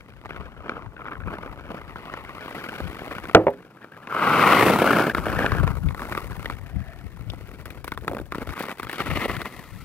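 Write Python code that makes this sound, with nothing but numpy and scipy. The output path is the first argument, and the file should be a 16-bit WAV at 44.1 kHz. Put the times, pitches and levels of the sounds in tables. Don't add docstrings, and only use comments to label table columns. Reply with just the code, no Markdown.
import sys
import numpy as np
from scipy import signal
from scipy.fft import rfft, irfft
from scipy.io import wavfile
from scipy.ndimage import uniform_filter1d, map_coordinates

SR = 44100
rng = np.random.default_rng(int(sys.argv[2]) if len(sys.argv) > 2 else 0)


def store_pcm(level_fs):
    pcm = np.round(np.clip(level_fs, -1, 1) * 32767).astype(np.int16)
    wavfile.write(sys.argv[1], SR, np.atleast_2d(pcm).T)


def attenuation_scalar(level_db):
    decades = np.asarray(level_db, float) / 20
    return 10 ** decades


N = 433944

# hardest moment in seconds,
# rise in seconds, fall in seconds, pressure in dB, weight on the ice sheet in dB.
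STROKES = [(.34, 0.15, 0.27, -40.5, -1.5), (.74, 0.25, 0.17, -38.5, -1.5), (1.11, 0.27, 0.2, -43, 0),
           (1.28, 0.049, 0.5, -38.5, 0.5), (1.74, 0.12, 0.1, -39, 3.5), (2.15, 0.73, 0.29, -41.5, -3),
           (2.55, 0.46, 1, -39, -1), (3.15, 0.4, 0.4, -41, 2), (3.6, 0.16, 0.2, -59.5, 7),
           (3.82, 0.065, 0.072, -44.5, -4),
           (4.25, 0.16, 0.49, -22.5, -8.5), (4.52, 0.48, 0.41, -16, -4.5), (4.878, 0.17, 0.29, -23, 3),
                (5.02, 0.33, 0.08, -22.5, -2), (5.44, 0.35, 0.07, -26, -1), (5.32, 0.49, 0.22, -52, -0.5),
                (5.55, 0.18, 0.35, -31.5, -1.5), (6.17, 0.41, 0.13, -35.5, -1), (6.5, 0.9, 0.11, -43, -2),
                (6.65, 0.98, 0.22, -54, 3), (7.45, 1, 0.51, -62.5, 7), (7.778, 0.98, 0.036, -54.5, 6.5),
                (8.0, 0.22, 0.24, -63, 5), (8.151, 0.16, 0.12, -44.5, 13.5),
                (8.328, 0.025, 0.41, -39.5, 2.5), (8.6, 0.22, 0.12, -38.5, -9), (9.25, 1, 0.1, -36, -1.5),
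                (9.58, 0.3, 0.13, -47.5, 1), (4.66, 0.19, 0.23, -27.5, 9), (9.84, 1, .2, -57, -18)]
# hardest moment in seconds, pressure in dB.
SKIPS = [(5.08, -27.5), (5.116, -33), (5.187, -31), (5.278, -28), (5.685, -40), (6.245, -43), (7.857, -60),
         (7.945, -43), (8.644, -37), (8.68, -35), (8.712, -35.5), (8.939, -38), (9.005, -27.5),
         (9.074, -35), (9.114, -32.5), (9.17, -29.5), (9.225, -29), (9.249, -30), (9.304, -29.5),
         (9.349, -32.5), (9.406, -32.5), (9.462, -34.5)]
# time in seconds, half length in seconds, change in dB.
LIFTS = [(4.045, 0.055, -6), (5.068, 0.0067, 1.5), (5.129, 0.0065, -8), (5.166, .01, 3),
         (5.502, 0.0052, -1.5), (5.655, 0.01, -7), (5.941, 0.011, -16), (6.116, .007, -2),
         (6.454, 0.0082, 0), (6.17, 0.004, -8), (6.488, 0.0087, -6), (7.865, 0.0053, -1),
         (8.334, 0.0067, -11), (7.645, 0.0073, -8), (7.83, 0.015, -7), (7.913, 0.008, -2),
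         (7.933, .005, -8), (7.958, .008, -14), (8.237, 0.014, -8), (8.305, 0.015, -12),
         (8.402, 0.0073, -6), (8.454, 0.011, -10.5), (8.553, 0.0082, -10), (8.767, 0.03, -8),
         (8.818, 0.0079, -8), (8.873, 0.017, -10.5), (8.923, 0.0037, -12), (8.972, 0.0089, -4.5),
         (9.032, .005, -2), (9.046, .007, -9), (9.092, 0.0082, -4.5), (9.147, .006, -3), (9.271, .01, -9),
         (9.324, .005, -3), (9.383, 0.0084, -3.5), (9.443, 0.012, -5.5)]
# time in seconds, treble change with distance in dB, sideways skid in dB,
# chatter depth in dB, edge resonance in Hz.
SKATER = [(0, -7, -1, 5.5, 1250), (.7, -20, -12, 2.5, 1400), (1.1, -13, -11.5, 4, 1240),
          (2.2, -8.5, -4, 2.5, 1300), (2.6, -2.5, -3.5, 2.5, 1430), (3.3, -2.5, -3, 3.5, 1320),
          (3.85, -12.5, -11, 4, 1430), (4.25, -5, -10.5, 0.77, 1310), (4.65, 5, -4.5, 2, 1190),
          (4.95, 1, -10, 2, 1520), (5.6, -4.5, -11.5, 2.5, 1460), (6.1, 1, -7, 4, 1100),
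          (6.8, -2, -2, 4, 1490), (7.75, -1, -2.5, 3, 1280), (8.15, -1, -7, 5.5, 1240),
          (8.75, 1.5, -2, 3.5, 1310), (9.15, 2, 0, 2, 1205), (9.84, 4, -0.5, 2, 1350)]
# factor on the edge resonance, width in Hz, level in dB.
EDGE = [(0.98, 480, 6.5), (0.56, 1300, -5.5)]
# pitch in Hz, width in Hz, level in dB.
RUMBLE = [(221, 266, 7.5), (422, 256, -1), (130, 530, -34)]
# pitch in Hz, width in Hz, level in dB.
SHAVING = [(1977, 520, 6.5), (2806, 990, 1), (3980, 2600, -8)]
# frequency in Hz, level in dB per Hz.
FIZZ = [(2650, 6), (4500, 7), (6990, 4), (9500, 4.5), (12500, 6.5), (15800, 1), (16300, -10), (16700, -32)]
# pitch in Hz, width in Hz, level in dB.
COAST_RING = [(660, 140, -50.5), (1790, 360, -55.5)]
# time in seconds, peak in dB, pitch
# in Hz.
BITES = [(.258, -23, 950), (.695, -12.5, 1400), (.823, -28, 1210), (.862, -29, 875), (1.266, -41, 1300),
         (1.533, -30, 966), (1.596, -31, 1430), (1.888, -33, 1120), (1.959, -23, 1030),
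         (2.139, -17, 1100), (2.177, -28, 401), (2.294, -27, 1080), (2.73, -22.5, 806),
         (2.804, -17.5, 630), (3.02, -23, 490), (3.074, -27, 446), (3.112, -22, 1140),
         (3.184, -24, 1105), (3.225, -34, 1370), (3.255, -23.5, 1440), (3.297, -21.5, 1200),
         (3.6277, -40, 1480), (4.073, -23, 1340),
         (4.669, -7, 350), (4.699, -5.5, 353), (4.708, -8, 358), (4.737, -11.5, 624), (4.761, -7, 304),
              (4.82, -5, 420), (4.844, -9.5, 570), (4.933, -13.5, 1510), (5.003, -7, 331),
              (5.042, -11, 331),
         (4.684, -9, 1660), (4.789, -7.5, 910), (5.035, -22, 1180), (5.081, -14, 401),
              (5.098, -13, 1560), (5.149, -9, 1460), (5.183, -13.5, 1270), (5.268, -15.5, 404),
              (5.445, -10.5, 605), (5.52, -10.5, 1080), (5.55, -20.5, 1090), (5.633, -16, 450),
              (5.677, -15.5, 1200), (5.887, -26.5, 2300), (5.463, -8.5, 1510), (6.32, -28.5, 1620),
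              (5.908, -25, 1140), (5.947, -20.5, 1080), (5.995, -21.5, 1050), (6.02, -19, 1150),
              (6.124, -17, 1500), (6.151, -17.5, 1330), (6.177, -12.5, 1160), (6.458, -16, 1970),
              (6.5, -16.5, 1200),
         (7.301, -23.5, 3350), (7.336, -26, 393), (7.658, -31, 1160), (7.706, -30.5, 2300),
              (7.845, -24, 503), (7.879, -20, 1360), (7.92, -17, 1300), (7.976, -20.5, 1200),
              (8.08, -11.5, 1300), (8.073, -27, 350), (8.097, -25, 320), (8.121, -27, 500),
              (8.156, -36, 320), (8.134, -20.5, 293), (8.2, -23, 302.5), (8.169, -21.5, 905),
              (8.189, -25.5, 1490), (8.322, -16, 1270), (8.348, -19.5, 1210), (8.384, -26, 1340),
              (8.423, -21, 470), (8.492, -22, 1420), (8.569, -24, 1260), (8.607, -15.5, 377),
              (8.474, -23.5, 496), (8.537, -24, 1200), (8.578, -22, 1270), (8.64, -21, 1200),
              (8.694, -24, 1440), (8.708, -24.5, 1300), (8.798, -18.5, 1270), (8.832, -19, 1500),
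              (8.87, -25, 1280), (8.896, -17.5, 1820), (8.931, -20, 1790), (9.061, -20.5, 1270),
              (9.103, -20.5, 1850), (9.391, -36, 1240), (9.525, -35, 1270), (9.258, -13.5, 420),
              (9.417, -20, 1490), (9.218, -21.5, 401), (9.297, -17, 1200), (9.367, -20.5, 1380),
              (9.456, -20, 1230)]
# time in seconds, peak in dB, pitch in Hz.
CHATTER = [(0.921, -41, 1320), (0.9657, -30, 1480), (0.978, -33, 1400), (0.992, -30, 1380),
           (1.0066, -30, 1320), (1.0172, -25, 1270), (1.0384, -42, 1440), (1.0542, -25, 1340),
           (1.064, -25, 1260), (1.0828, -21, 1250), (1.0974, -35, 1360), (1.1142, -26, 1450),
           (1.121, -21, 1270), (1.1348, -29, 1220), (1.1538, -25, 1350), (1.1687, -32, 1220),
           (1.2032, -27.5, 1420), (1.218, -32, 1410), (1.2356, -30, 1440), (1.2663, -35, 1440),
           (1.281, -21, 1350), (1.3054, -27, 1330), (1.3409, -30, 1210), (1.3694, -30, 1460),
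           (1.4067, -35, 1220), (1.4317, -29, 1300), (1.4604, -31, 1440), (1.476, -28, 1230),
           (1.4944, -34, 1230)]
# time in seconds, peak in dB, pitch in Hz.
JUDDER = [(4.1134, -23, 1330), (4.1238, -22, 1250), (4.146, -16, 1180), (4.1662, -12.5, 1240),
          (4.1939, -15, 1170), (4.2228, -12, 1180), (4.2734, -7, 1200), (4.3042, -12, 1350),
          (4.3311, -13, 1330), (4.355, -10, 1320), (4.377, -10, 1300), (4.391, -10, 1340),
          (4.4364, -5, 1360), (4.4685, -8, 1260), (4.5338, -3, 1120), (4.568, -11, 1120), (4.587, -8, 1340)]
# time in seconds, peak in dB, time to fade 60 dB in seconds.
TICKS = [(3.5039, -39, 0.03), (3.5379, -49, 0.03), (5.3028, -42, 0.013), (5.5694, -35, 0.03),
         (7.4729, -43, 0.03), (7.5138, -43, 0.033), (7.5732, -57, 0.028), (7.6116, -42, 0.037),
         (7.656, -31, 0.042), (7.7039, -33, 0.03), (7.7483, -54, 0.03), (7.7847, -58, 0.03),
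         (7.8436, -26.5, 0.032), (7.8785, -30, 0.048), (7.9379, -39, 0.03), (8.0107, -40, 0.033),
         (8.0466, -41, 0.03), (8.079, -33, 0.018), (8.1389, -50, 0.027), (8.1683, -51, 0.024),
         (8.1843, -41, 0.025), (8.2117, -45, 0.033), (8.2214, -50, 0.025), (8.2576, -40, 0.012),
         (8.3165, -41, 0.033), (8.4716, -34, 0.03), (8.5944, -26.5, 0.043), (8.6248, -26, 0.03),
         (8.7854, -36, 0.042), (8.8303, -28, 0.03), (8.9141, -29, 0.015), (8.9286, -26, 0.033),
         (9.3244, -42, 0.03)]
# frequency in Hz, level in dB per Hz.
TICK = [(300, -35), (1500, 17), (4000, 6), (7000, -7.5), (12000, 3), (15800, -3), (16600, -6)]
# time in seconds, ring in dB, thud in dB, crack in dB,
# delay of the second touch in seconds, level of the second touch in dB.
KNOCKS = [
    (3.3476, 0.5, -1.5, -6, 0.019, -16),
    (3.4677, -7.5, -23, -44, .013, -3.5),
]
# pitch in Hz, level in dB, time to fade 60 dB in seconds.
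BACK_PLANK = [(107, -13, .3), (175, -19.5, 0.45), (320, -3, 0.22), (361, -7.5, .3), (428, -16, .25),
              (510, -1, .18), (666, -1, .19), (755, -5, .1), (833, -21, .16), (890, -21, .13),
              (1180, -10, .09), (1490, -12, .08), (1850, -30, .07), (1970, -7, .05)]
# pitch in Hz, level in dB, time to fade 60 dB in seconds.
SIDE_PLANK = [(255, -18.5, .5), (407, -7, .26), (514, -4, .2), (560, 1, .12), (687, -12.5, .2),
              (842, -8.5, 0.083), (914, -7, 0.077), (1200, -19, .1), (1420, -18, .075), (2440, -34, .09)]
# strongest moment in seconds, level in dB, half length in seconds.
GUSTS = [(0.407, -42.5, 0.3), (0.826, -43, 0.16), (1.245, -33.5, 0.12), (2.858, -36.5, 0.099),
         (3.373, -50, 0.051), (4.677, -39, .14), (5.204, -30.5, 0.1), (5.375, -31, 0.21),
         (5.538, -21.5, 0.078), (5.639, -19.5, 0.15), (5.863, -18.5, 0.1), (6.31, -31, 0.076),
         (6.394, -29, 0.039), (6.656, -34, 0.051), (6.52, -29.5, 0.067), (6.768, -24.5, 0.069),
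         (7.053, -35.5, 0.064), (7.308, -36, 0.23), (8.498, -29.5, 0.05), (8.852, -36, 0.05),
         (9.014, -45, 0.074), (9.152, -30, 0.16), (9.37, -33, 0.12), (9.602, -43, 0.056),
         (9.786, -36, 0.11)]
# time in seconds, level in dB.
BREEZE = [(0, -53), (1.5, -45), (2.8, -53), (3.35, -44.5), (3.78, -75), (4.3, -58), (6.3, -40.5),
          (7.4, -43.5), (8.4, -43), (8.8, -64), (9.84, -46)]
# frequency in Hz, level in dB per Hz.
BUFFET = [(8.8, -58), (15, -19), (48, 14.5), (147, 6), (196, -11.5), (231, -3.5), (300, -29), (400, -17),
          (520, -46), (880, -120)]
# frequency in Hz, level in dB per Hz.
HISS = [(59, -40), (100, 2), (174, 0.5), (794, -17), (1410, -17.5), (5320, -36), (15100, -45.5),
        (16500, -52)]
# frequency in Hz, gain in dB.
LOW_CUT = [(20, -29), (75, -7), (115, -1.5), (160, 0)]
# frequency in Hz, gain in dB.
TOP = [(15700, 0), (15950, -32), (16500, -50)]
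# frequency in Hz, left over right in dB.
PORTS_DB = [(60, 3), (150, 0.5), (380, -0.5), (950, 2.0), (2380, 4.5), (5980, 17), (15000, 31.5)]
# frequency in Hz, likeness from 0 to 1.
SAME = [(60, 1), (300, 0.95), (1000, 0.87), (2500, 1), (6000, 0.21), (15000, 0.051)]
# time in seconds, lead of the left port in milliseconds.
LEAD = [(0, 0.13), (3, 0.12), (4.25, 0.057), (4.75, -0.03), (5.25, 0.051), (5.75, 0.11), (7.5, 0.1),
        (9, 0.071), (9.84, 0.018)]

COAST_DB = -55.5
SKIP_POWER = 1.55
CHIP_SAMPLES = 2048


def evened(x):
    return x / np.sqrt(np.mean(x ** 2, -1, keepdims=True) + 1e-20)


def read(points, hz):
    f, value = np.transpose(points)
    return np.interp(np.log(hz + 1), np.log(f + 1), value)


def over_time(rows):
    s, *columns = np.transpose(rows)
    return [np.interp(np.arange(N) / SR, s, c) for c in columns]


def add(mix, s, sound):
    part = mix[..., round(s * SR):][..., :sound.shape[-1]]
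    part += sound[..., :part.shape[-1]]


def colour(x, points):
    size = x.shape[-1]
    gain = attenuation_scalar(read(points, np.fft.rfftfreq(size, 1 / SR)))
    return irfft(rfft(x) * gain, size)


def steep(x, hz, width):
    turn = np.exp(2j * np.pi * np.cumsum(hz * np.ones(x.shape[-1])) / SR)
    r = np.exp(-np.pi * width / SR)
    smooth = signal.lfilter([1], [1, -2 * r, r * r], x * turn.conj())
    return evened((turn * smooth).real)


def swell(s, rise, fall, power=1.754):
    t = np.arange(0, N, 64) / SR - s
    distance = np.where(t < 0, -t / rise, t / fall)
    return attenuation_scalar(2 * -24.5 * distance ** power)


def power_db(power):
    return np.repeat(10 * np.log10(power), 64)[:N]


def strokes():
    pushes = []
    for s, rise, fall, db, weight_db in STROKES:
        pushes.append((attenuation_scalar(2 * db) * swell(s, rise, fall), attenuation_scalar(2 * weight_db)))
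    for s, db in SKIPS:
        pushes.append((attenuation_scalar(2 * db) * swell(s, 0.036, 0.031, SKIP_POWER), attenuation_scalar(2 * 0.5)))
    edge_db = power_db(attenuation_scalar(2 * COAST_DB) + sum(push for push, _ in pushes))
    rumble_db = power_db(attenuation_scalar(2 * COAST_DB) + sum(push * weight for push, weight in pushes))
    far_db, skid_db = over_time(SKATER)[:2]
    spray_hangs_s = 0.033
    pressure_db = uniform_filter1d(edge_db, int(spray_hangs_s * SR))
    fizz_db = -28 + far_db + 0.64 * pressure_db
    return edge_db, rumble_db, edge_db + skid_db, fizz_db


def jolts(per_s, rise_s, decay_s, spread_db):
    kicks = (rng.random(N) < per_s / SR) * attenuation_scalar(spread_db * np.minimum(rng.exponential(1, N), 3))
    env = signal.lfilter([1], [1, -np.exp(-1 / (decay_s * SR))], kicks)
    env = uniform_filter1d(env, int(rise_s * SR))
    log_env = np.log(abs(env) + 0.14 * env.mean())
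    return evened(log_env - log_env.mean())


def blades(edge_db, rumble_db, shaving_db, fizz_db):
    depth_db, hz = over_time(SKATER)[2:]
    depth_db = np.clip(depth_db, 0, 7)
    bumps = jolts(per_s=70, rise_s=0.0023, decay_s=0.0017, spread_db=-2.5)
    chips = jolts(per_s=300, rise_s=0.00022, decay_s=0.00077, spread_db=4.0)
    gate = attenuation_scalar(depth_db * (bumps + 1.07 * chips))
    gate /= np.sqrt(uniform_filter1d(gate ** 2, SR // 12))
    grit = rng.standard_normal((2, N))
    slips = grit * gate
    rocking = evened(uniform_filter1d(rng.standard_normal(N), 900))
    hz = hz * (1 + 0.048 * depth_db * rocking)

    edge, shaving = 0, 0
    for k, (factor, width, db) in enumerate(EDGE):
        edge = edge + (-1) ** k * attenuation_scalar(db) * steep(slips, factor * hz, width)
    for k, (f, width, db) in enumerate(SHAVING):
        shaving = shaving + (-1) ** k * attenuation_scalar(db) * steep(slips, f * np.sqrt(hz / 1300), width)
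    rumble = sum(attenuation_scalar(db) * steep(grit * gate ** 1.01, f, width * 1.66) for f, width, db in RUMBLE)
    fizz = colour(grit * gate ** 0.83, FIZZ)

    coast_db = power_db(swell(6.9, 0.53, 0.26, SKIP_POWER) + 1e-12)
    song = sum(attenuation_scalar(db + coast_db) * steep(grit, f, width) for f, width, db in COAST_RING)
    layers = (edge_db, edge), (rumble_db, rumble), (shaving_db, shaving), (fizz_db, fizz)
    return song + sum(attenuation_scalar(db) * evened(layer) for db, layer in layers)


def lifted():
    t = np.arange(0, N, 64) / SR
    change_db = sum(db * np.exp(-((t - s) / half) ** 4) for s, half, db in LIFTS)
    return attenuation_scalar(np.repeat(change_db, 64)[:N])


def bite(peak_db, hz, t60, spray_db, grit):
    t = np.arange(grit.shape[-1]) / SR - .002
    burst = grit * attenuation_scalar(-60 * t / np.clip(t60, .004, .08)) * (t > 0)
    burst[:, np.argmax(t > 0)] = 6.8
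    body = steep(burst, hz, 640) + 0.34 * steep(burst, 1.455 * hz, 800)
    body += 0.59 * steep(burst, 310, 450)
    body += attenuation_scalar(spray_db - 7.0) * steep(burst, 3290, 1000)
    spray = colour(burst, FIZZ)
    return attenuation_scalar(peak_db) * (body / abs(body).max() + attenuation_scalar(spray_db) * spray / abs(spray).max())


def bites(edge_db, rumble_db, shaving_db, fizz_db):
    out = np.zeros((2, N))
    far_db = over_time(SKATER)[0]
    for s, db, hz in BITES:
        i = round(s * SR)
        spray_db = fizz_db[i] - edge_db[i] + 2 + 0.9 * far_db[i]
        top_hz = np.clip(14900 * attenuation_scalar(0.27 * far_db[i]), 2 * hz, .45 * SR)
        chip = bite(db, hz, 0.021, spray_db, rng.standard_normal((2, CHIP_SAMPLES)))
        add(out, s - .0025, signal.lfilter(*signal.butter(N=2, Wn=top_hz, fs=SR), chip))
    return out


def chatter():
    out, t = np.zeros((2, N)), np.arange(CHIP_SAMPLES) / SR - .002
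    touch = attenuation_scalar(-60 * t / 0.016) * np.clip(t / 0.00079, 0, 1)
    dull = signal.butter(N=3, Wn=3540, fs=SR)
    for s, db, hz in CHATTER + JUDDER:
        burst = rng.standard_normal((2, CHIP_SAMPLES)) * touch
        ring = steep(burst, hz, 340) + 0.35 * steep(burst, 1.68 * hz, 600)
        ring += 0.067 * steep(burst, 2.18 * hz, 590) + 0.33 * steep(burst, 430, 420)
        ring = signal.lfilter(*dull, ring)
        add(out, s - .003, attenuation_scalar(db) * ring / abs(ring).max())
    return out


def splinters():
    out, t = np.zeros((2, N)), np.arange(CHIP_SAMPLES) / SR - .002
    for s, db, t60 in TICKS:
        fade = attenuation_scalar(-60 * t / np.clip(t60, .004, .08)) * (t > 0)
        burst = rng.standard_normal((2, CHIP_SAMPLES)) * fade
        burst[:, np.argmax(t > 0)] = 4.6
        tick = colour(burst, TICK)
        add(out, s - .002, attenuation_scalar(db + 4.5) * tick / abs(tick).max())
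    return out


def knocks():
    out, t = np.zeros(N), np.arange(SR // 2) / SR
    wood = signal.butter(N=3, Wn=[70, 2770], btype="band", fs=SR, output="sos")
    slap = 1 + attenuation_scalar(7.5 - 60 * t / .04)
    contact = 1 - np.exp(-t / 0.00098)
    for (s, ring_db, thud_db, crack_db, later, again_db), modes in zip(KNOCKS, (BACK_PLANK, SIDE_PLANK)):
        ring = 0
        for hz, db, tail in modes:
            ring = ring + attenuation_scalar(db - 60 * t / min(tail, 90 / hz)) * np.sin(2 * np.pi * hz * t)
        rattle = rng.standard_normal(len(t))
        thud = steep(rattle * attenuation_scalar(-60 * t / 0.21), 460, 550)
        thud += 0.5 * steep(rattle * attenuation_scalar(-60 * t / 0.029), 1360, 1000)
        body = attenuation_scalar(ring_db) * ring / abs(ring).max() + attenuation_scalar(thud_db) * thud / abs(thud).max()
        body = signal.sosfilt(wood, body * contact * slap)
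        crack = steep(rattle * attenuation_scalar(-60 * (t / 0.013) ** 2), 3400, 2000)
        add(out, s, body + attenuation_scalar(crack_db) * crack / abs(crack).max())
        add(out, s + later, attenuation_scalar(again_db) * body)
    return np.array([out, out])


def wind():
    slow = uniform_filter1d(rng.standard_normal((2, N)), 900)
    lumps = evened(uniform_filter1d(slow, 900))
    air = evened(colour(rng.standard_normal((2, N)) * attenuation_scalar(2.0 * lumps), BUFFET))
    gusts_db = power_db(sum(attenuation_scalar(2 * db) * swell(s, half, half) for s, db, half in GUSTS) + 1e-12)
    gust_colour = [(1.238 * hz, db) for hz, db in BUFFET]
    rush = evened(colour(rng.standard_normal((2, N)) * attenuation_scalar(3.1 * lumps), gust_colour))
    left_right_db = np.array([[5.], [-14.]])
    return (attenuation_scalar(over_time(BREEZE)[0]) * air + attenuation_scalar(gusts_db) * rush) * attenuation_scalar(left_right_db)


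def far_hiss():
    return attenuation_scalar(-53.5) * evened(colour(rng.standard_normal((2, N)), HISS))


def ports(x):
    hz = np.fft.rfftfreq(N, 1 / SR)
    a, b = rfft(x)
    ratio = attenuation_scalar(read(PORTS_DB, hz))
    same = np.clip(read(SAME, hz), 0, 1)
    mixed = same * a + np.sqrt(1 - same ** 2) * b
    left, right = irfft(2 * np.array([a * ratio, mixed]) / (1 + ratio), N)
    when = np.arange(N) - over_time(LEAD)[0] * SR / 1000
    return np.array([left, map_coordinates(right, [when], order=3)])


def scene():
    levels = strokes()
    steady = colour(lifted() * blades(*levels) + far_hiss(), TOP)
    ice = steady + bites(*levels) + chatter() + splinters()
    return ports(colour(ice, LOW_CUT) + knocks()) + wind()


def band_limit(x):
    return signal.sosfilt(signal.butter(12, 16680, fs=SR, output="sos"), x)


def record(dry):
    mix = dry / (1 + abs(dry / 1.22) ** 6) ** (1 / 6)
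    return band_limit(mix)


dry = scene()
out = record(dry)
store_pcm(out)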